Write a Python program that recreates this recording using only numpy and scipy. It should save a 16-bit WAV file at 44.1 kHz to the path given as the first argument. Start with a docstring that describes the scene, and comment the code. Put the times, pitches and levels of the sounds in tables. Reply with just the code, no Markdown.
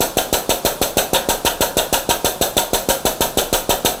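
"""In a hard-walled workshop, an air-driven diaphragm pump beats about six times a second.
Its two chambers are slightly out of step. On each stroke a valve shifts with a low pop, and air
hisses out of the exhaust port with a thump, a hollow bark, a rough sputter and a short hoot.
The room rings on between strokes, over a steady leak of air."""
import sys
import numpy as np
from scipy import signal
from scipy.fft import rfft, irfft, next_fast_len
from scipy.io import wavfile
from scipy.ndimage import map_coordinates

SR = 44100
rng = np.random.default_rng(int(sys.argv[2]) if len(sys.argv) > 2 else 0)


def wrap_up_sound(samples):
    """Save the sound to the file named by the first command line argument, as 16-bit audio."""
    columns = np.atleast_2d(samples).T
    # keep every value between -1 and 1, then stretch to whole-number steps
    tamed = np.clip(columns, -1, 1)
    steps = np.round(tamed * 32767).astype(np.int16)
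    wavfile.write(sys.argv[1], SR, steps)


N = 176400
TIME = np.arange(N) / SR

# one row per pump stroke: start t/s, hiss level/dB, sputter level/dB, length of full flow t/s,
# bark level/dB, hoot level/dB
STROKES = [(0.0059, -0.1, -4, 0.01, -1, 0.5), (0.171, -1.0, 0, 0.0062, -1.5, -9),
           (0.3282, 0.5, -0.2, 0.0079, -0.5, -3), (0.4935, -0.1, 4, 0.0074, -5, -4),
           (0.6502, -0.2, 3, 0.0046, 1.3, -2), (0.8156, -0.7, -0.1, 0.0085, -3, -13),
           (0.9707, 1, 4, 0.0033, 3, -14), (1.1329, -0.9, 0, 0.023, 1.3, 2),
           (1.2883, 0.1, 0.3, 0.0072, 1.5, -0.5), (1.4499, -0.5, 0.5, 0.02, 1, 2.5),
           (1.608, 0.2, 5.7, 0.002, 3.5, 2), (1.7696, -0.6, 0.1, 0.016, -0.5, -6),
           (1.9276, 1.2, 1.8, 0.0068, 2.1, -0.5), (2.0912, 0, 1.8, 0.013, -2, 3.5),
           (2.2461, 0.1, 3.8, 0.0049, -1.5, -2.9), (2.4126, -0.2, -1, 0.0063, 0, -10),
           (2.5679, 1, 4.7, 0.0027, -2.5, 0.5), (2.7331, 0, -0.5, 0.0088, -2.5, -2),
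           (2.8884, 1.1, 1.5, 0.005, 1, -0.5), (3.053, -0.4, -2, 0.0075, -0.5, -1),
           (3.2077, 0.5, -0.5, 0.0067, -2, 1.5), (3.3733, 0, 1.5, 0.007, -2, -12),
           (3.5286, 1.2, 1.5, 0.0082, 1, -3), (3.6934, -0.0, -1, 0.012, 0, 2.5),
           (3.8489, 1, 6, 0.0042, 0.5, -1)]
# the tone colour of each rush of air, from bass to treble: f/Hz, level/dB
LEAK_COLOUR = [(25, -3), (60, -17), (150, 1.5), (520, -12.5), (1000, -2), (1450, -11), (1950, -20.5),
               (3600, -9.5), (4750, -14), (7700, -14.5), (10000, -14.5), (15500, -33)]
JET_COLOUR = [(30, -19), (300, -29), (700, 5), (1100, -5), (2100, -10.5), (3500, -3), (5000, -8.5),
              (6500, -2.5), (9200, -6.5), (12000, -3.5), (15000, -5), (15900, -17)]
FIZZ_COLOUR = [(30, -60), (9000, -30), (12000, -10.5), (13200, 6), (14000, -6), (14800, -9), (15800, -14)]
BARK_COLOUR = [(30, 16), (150, -9), (300, -2), (550, 0), (800, 10), (950, 4), (1100, -13.5), (1600, 7.5),
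               (2500, -28)]
SPUTTER_COLOUR = [(100, 1), (900, -28.5), (1700, -0.5), (2100, -9), (3100, 10.5), (3700, 5), (4500, -8),
                  (6000, -7.5), (15000, -19.5)]
# pitches where the exhaust port rings, and the dips between them: centre f/Hz, width f/Hz, level/dB
PORT_PEAKS = [(551, 48, 14), (726, 39, 4.5), (866, 120, -0.5), (1304, 139, 9), (2590, 130, 3.5),
              (3666, 168, 7), (4175, 180, 6), (5860, 290, 5), (6450, 194, 2), (7680, 260, 12.5),
              (8495, 96, 10.5), (10110, 156, 5.5), (13900, 500, 4.5), (14900, 220, 4.5)]
PORT_DIPS = [(320, 15, -3), (476, 6.7, -16), (6820, 89, -5), (7470, 100, -11), (3310, 56, -3.5),
             (8400, 140, -3.5), (10600, 80, 0.5), (12100, 120, -2), (14200, 150, -9), (15600, 100, -5)]
# the tone colour of the pop's echo: f/Hz, level/dB
POP_ECHO_COLOUR = [(30, -8), (120, -16.5), (230, -8.5), (310, -11), (500, -3), (750, 2), (1200, 1),
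                   (3000, -5)]
# how long the room rings at each pitch: f/Hz, t/s to fade by 60 dB
ROOM_RING = [(60, .6), (250, 0.59), (600, 0.38), (1500, 0.46), (4000, 0.23), (8000, 0.13), (15000, 0.25)]


def amp(db):
    """Turn decibels into a number to multiply by."""
    return 10 ** (np.asarray(db) / 20)


def unit(x):
    """Scale a signal so that its average power is 1."""
    return x / np.sqrt(np.mean(x ** 2) + 1e-20)


def look_up(table, hz):
    """Read between a table's rows, giving each octave equal space."""
    freqs, values = np.transpose(table)
    return np.interp(np.log(hz + 1), np.log(freqs + 1), values)


def filtered(x, gain_at):
    """Turn each frequency in x up or down by gain_at(hz)."""
    size = next_fast_len(len(x) + SR // 2)
    return irfft(rfft(x, size) * gain_at(np.fft.rfftfreq(size, 1 / SR)), size)[:len(x)]


def wobble(rate_hz):
    """A smooth curve through rate_hz random values a second."""
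    return map_coordinates(rng.standard_normal(N // 10), [TIME * rate_hz])


def port_noise(colour):
    """Swirling air makes noise, coloured by the ringing of the exhaust port."""
    def gain_at(hz):
        bumps = [*PORT_PEAKS, *PORT_DIPS]
        port_db = sum(db * np.exp(-.5 * ((hz - centre) / width) ** 2) for centre, width, db in bumps)
        return amp(look_up(colour, hz) + port_db)
    return unit(filtered(rng.standard_normal(N), gain_at))


def puff(start, rise_s, hold_s, fade_s):
    """The loudness of one release of air: it rises, holds, then fades."""
    age = np.maximum(TIME - start, 0)
    return (1 - np.exp(-age / rise_s)) * np.exp(-np.maximum(age - hold_s, 0) / fade_s)


def leak():
    """Air escapes steadily, blending with the background of the room."""
    return amp(-36.5) * unit(filtered(rng.standard_normal(N), lambda hz: amp(look_up(LEAK_COLOUR, hz))))


def pops(width_s=0.00051, rebound=0.79, spread_db=0.63):
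    """The valve shifts: one pulse of pressure with a rebound on either side."""
    sound = np.zeros(N)
    for start, *_ in STROKES:
        offset = (TIME - start) / width_s
        strength = amp(-2 + spread_db * rng.standard_normal())
        sound -= strength * (1 - rebound * offset ** 2) * np.exp(-offset ** 2 / 2)
    return sound


def jet():
    """A bright hiss of air starts with the pop and fades as the chamber empties."""
    flow = sum(amp(db) * puff(start, rise_s=0.0002, hold_s=0.015, fade_s=0.038)
               for start, db, *_ in STROKES)
    return amp(-16.5) * flow * port_noise(JET_COLOUR)


def fizz(peak_s=0.044, width_s=0.037):
    """As the pressure drops, the jet thins to a fine fizz that dies before the next stroke."""
    flow = sum(amp(db) * (TIME > start) * np.exp(-.5 * ((TIME - start - peak_s) / width_s) ** 2)
               for start, db, *_ in STROKES)
    return amp(-32.5) * flow * port_noise(FIZZ_COLOUR)


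def thumps(delay_s=0.0022, width_s=0.0023):
    """The released air gives one low shove of pressure after each pop."""
    return amp(-16) * sum(np.exp(-.5 * ((TIME - start - delay_s) / width_s) ** 2)
                          for start, *_ in STROKES)


def bark(delay_s=0.0045, rise_s=0.009):
    """The rush of air makes the pump's hollow spaces ring with a low bark."""
    flow = sum(amp(db) * puff(start + delay_s, rise_s, hold_s=rise_s + length, fade_s=0.022)
               for start, _, _, length, db, _ in STROKES)
    return amp(-20) * flow * port_noise(BARK_COLOUR)


def sputter(delay_s=0.0089, flutter_db=2.5):
    """At full flow the jet breaks into a short, fluttering rasp."""
    flow = sum(amp(db) * puff(start + delay_s, rise_s=0.0026, hold_s=length, fade_s=0.0072)
               for start, _, db, length, *_ in STROKES)
    flutter = amp(flutter_db * wobble(rate_hz=711.7))
    return amp(-16) * flow * unit(flutter * port_noise(SPUTTER_COLOUR))


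def hoot(delay_s=0.01, pitch_hz=932, wander_radians=0.74):
    """The jet blows a short, unsteady note on the exhaust opening, louder on some strokes."""
    flow = sum(amp(db) * puff(start + delay_s, rise_s=0.0019, hold_s=0.018, fade_s=0.0093)
               for start, *_, db in STROKES)
    phase = 2 * np.pi * pitch_hz * TIME + wander_radians * wobble(rate_hz=110.7)
    return amp(-22.5) * flow * unit(np.sin(phase))


def metal_echoes(hiss, echo_db=-9, fade_s=0.0042):
    """Nearby metal adds many quick echoes that colour the hiss."""
    t = np.arange(SR // 20) / SR
    bounces = rng.standard_normal(len(t)) * np.exp(-t / fade_s)
    echoes = signal.fftconvolve(hiss, bounces / np.linalg.norm(bounces))[:N]
    return (hiss + amp(echo_db) * echoes) / np.hypot(1, amp(echo_db))  # stays about as loud


def room_tail(delay_s=0.0014, build_s=0.0096):
    """The workshop's answer to one click: a wash of echoes whose treble dies first."""
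    hz, t, noise = signal.stft(rng.standard_normal(SR // 2), SR, nperseg=256)
    ring_s = look_up(ROOM_RING, hz)[:, None]
    tail = signal.istft(noise * amp(-60 * t / ring_s) / np.sqrt(ring_s), SR, nperseg=256)[1]
    age = np.maximum(np.arange(len(tail)) / SR - delay_s, 0)
    tail *= 1 - np.exp(-age / build_s)
    return tail / np.linalg.norm(tail)


def room_echoes(sound, fresh_share=0.58):
    """Each stroke rings the room a little differently."""
    shared_tail = room_tail()
    echoes = np.zeros(N + SR)
    cuts = [0] + [int(start * SR) - SR // 100 for start, *_ in STROKES[1:]] + [N]  # between strokes
    for begin, end in zip(cuts, cuts[1:]):
        tail = np.sqrt(1 - fresh_share) * shared_tail + np.sqrt(fresh_share) * room_tail()
        echo = signal.fftconvolve(sound[begin:end], tail)
        echoes[begin:begin + len(echo)] += echo
    return echoes[:N]


def scene():
    """The pump's sounds and their echoes add up over the steady leak."""
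    pop = pops()
    hiss = metal_echoes(jet() + fizz())
    air = [(hiss, -10), (sputter(), -8), (bark(), -6), (hoot(), -12)]  # sound, level/dB sent to the room
    direct = pop + thumps() + sum(sound for sound, _ in air)
    pop_to_room = amp(1.5) * filtered(pop, lambda hz: amp(look_up(POP_ECHO_COLOUR, hz)))
    air_to_room = sum(amp(db) * sound for sound, db in air)
    return (direct + room_echoes(pop_to_room + air_to_room) + leak())[None]


def record(dry, low_hz=24.3, ceiling_db=-0.5, top_hz=15800):
    """The microphone's bass cut rings after each pop; peaks are rounded and the top treble is cut."""
    bass_cut = signal.butter(4, low_hz, "high", fs=SR, output="sos")
    sound = signal.sosfilt(bass_cut, dry[0])
    rounded = sound / (1 + np.abs(sound / amp(ceiling_db)) ** 6) ** (1 / 6)
    return filtered(rounded, lambda hz: hz < top_hz)[None]


dry = scene()
out = record(dry)
wrap_up_sound(out)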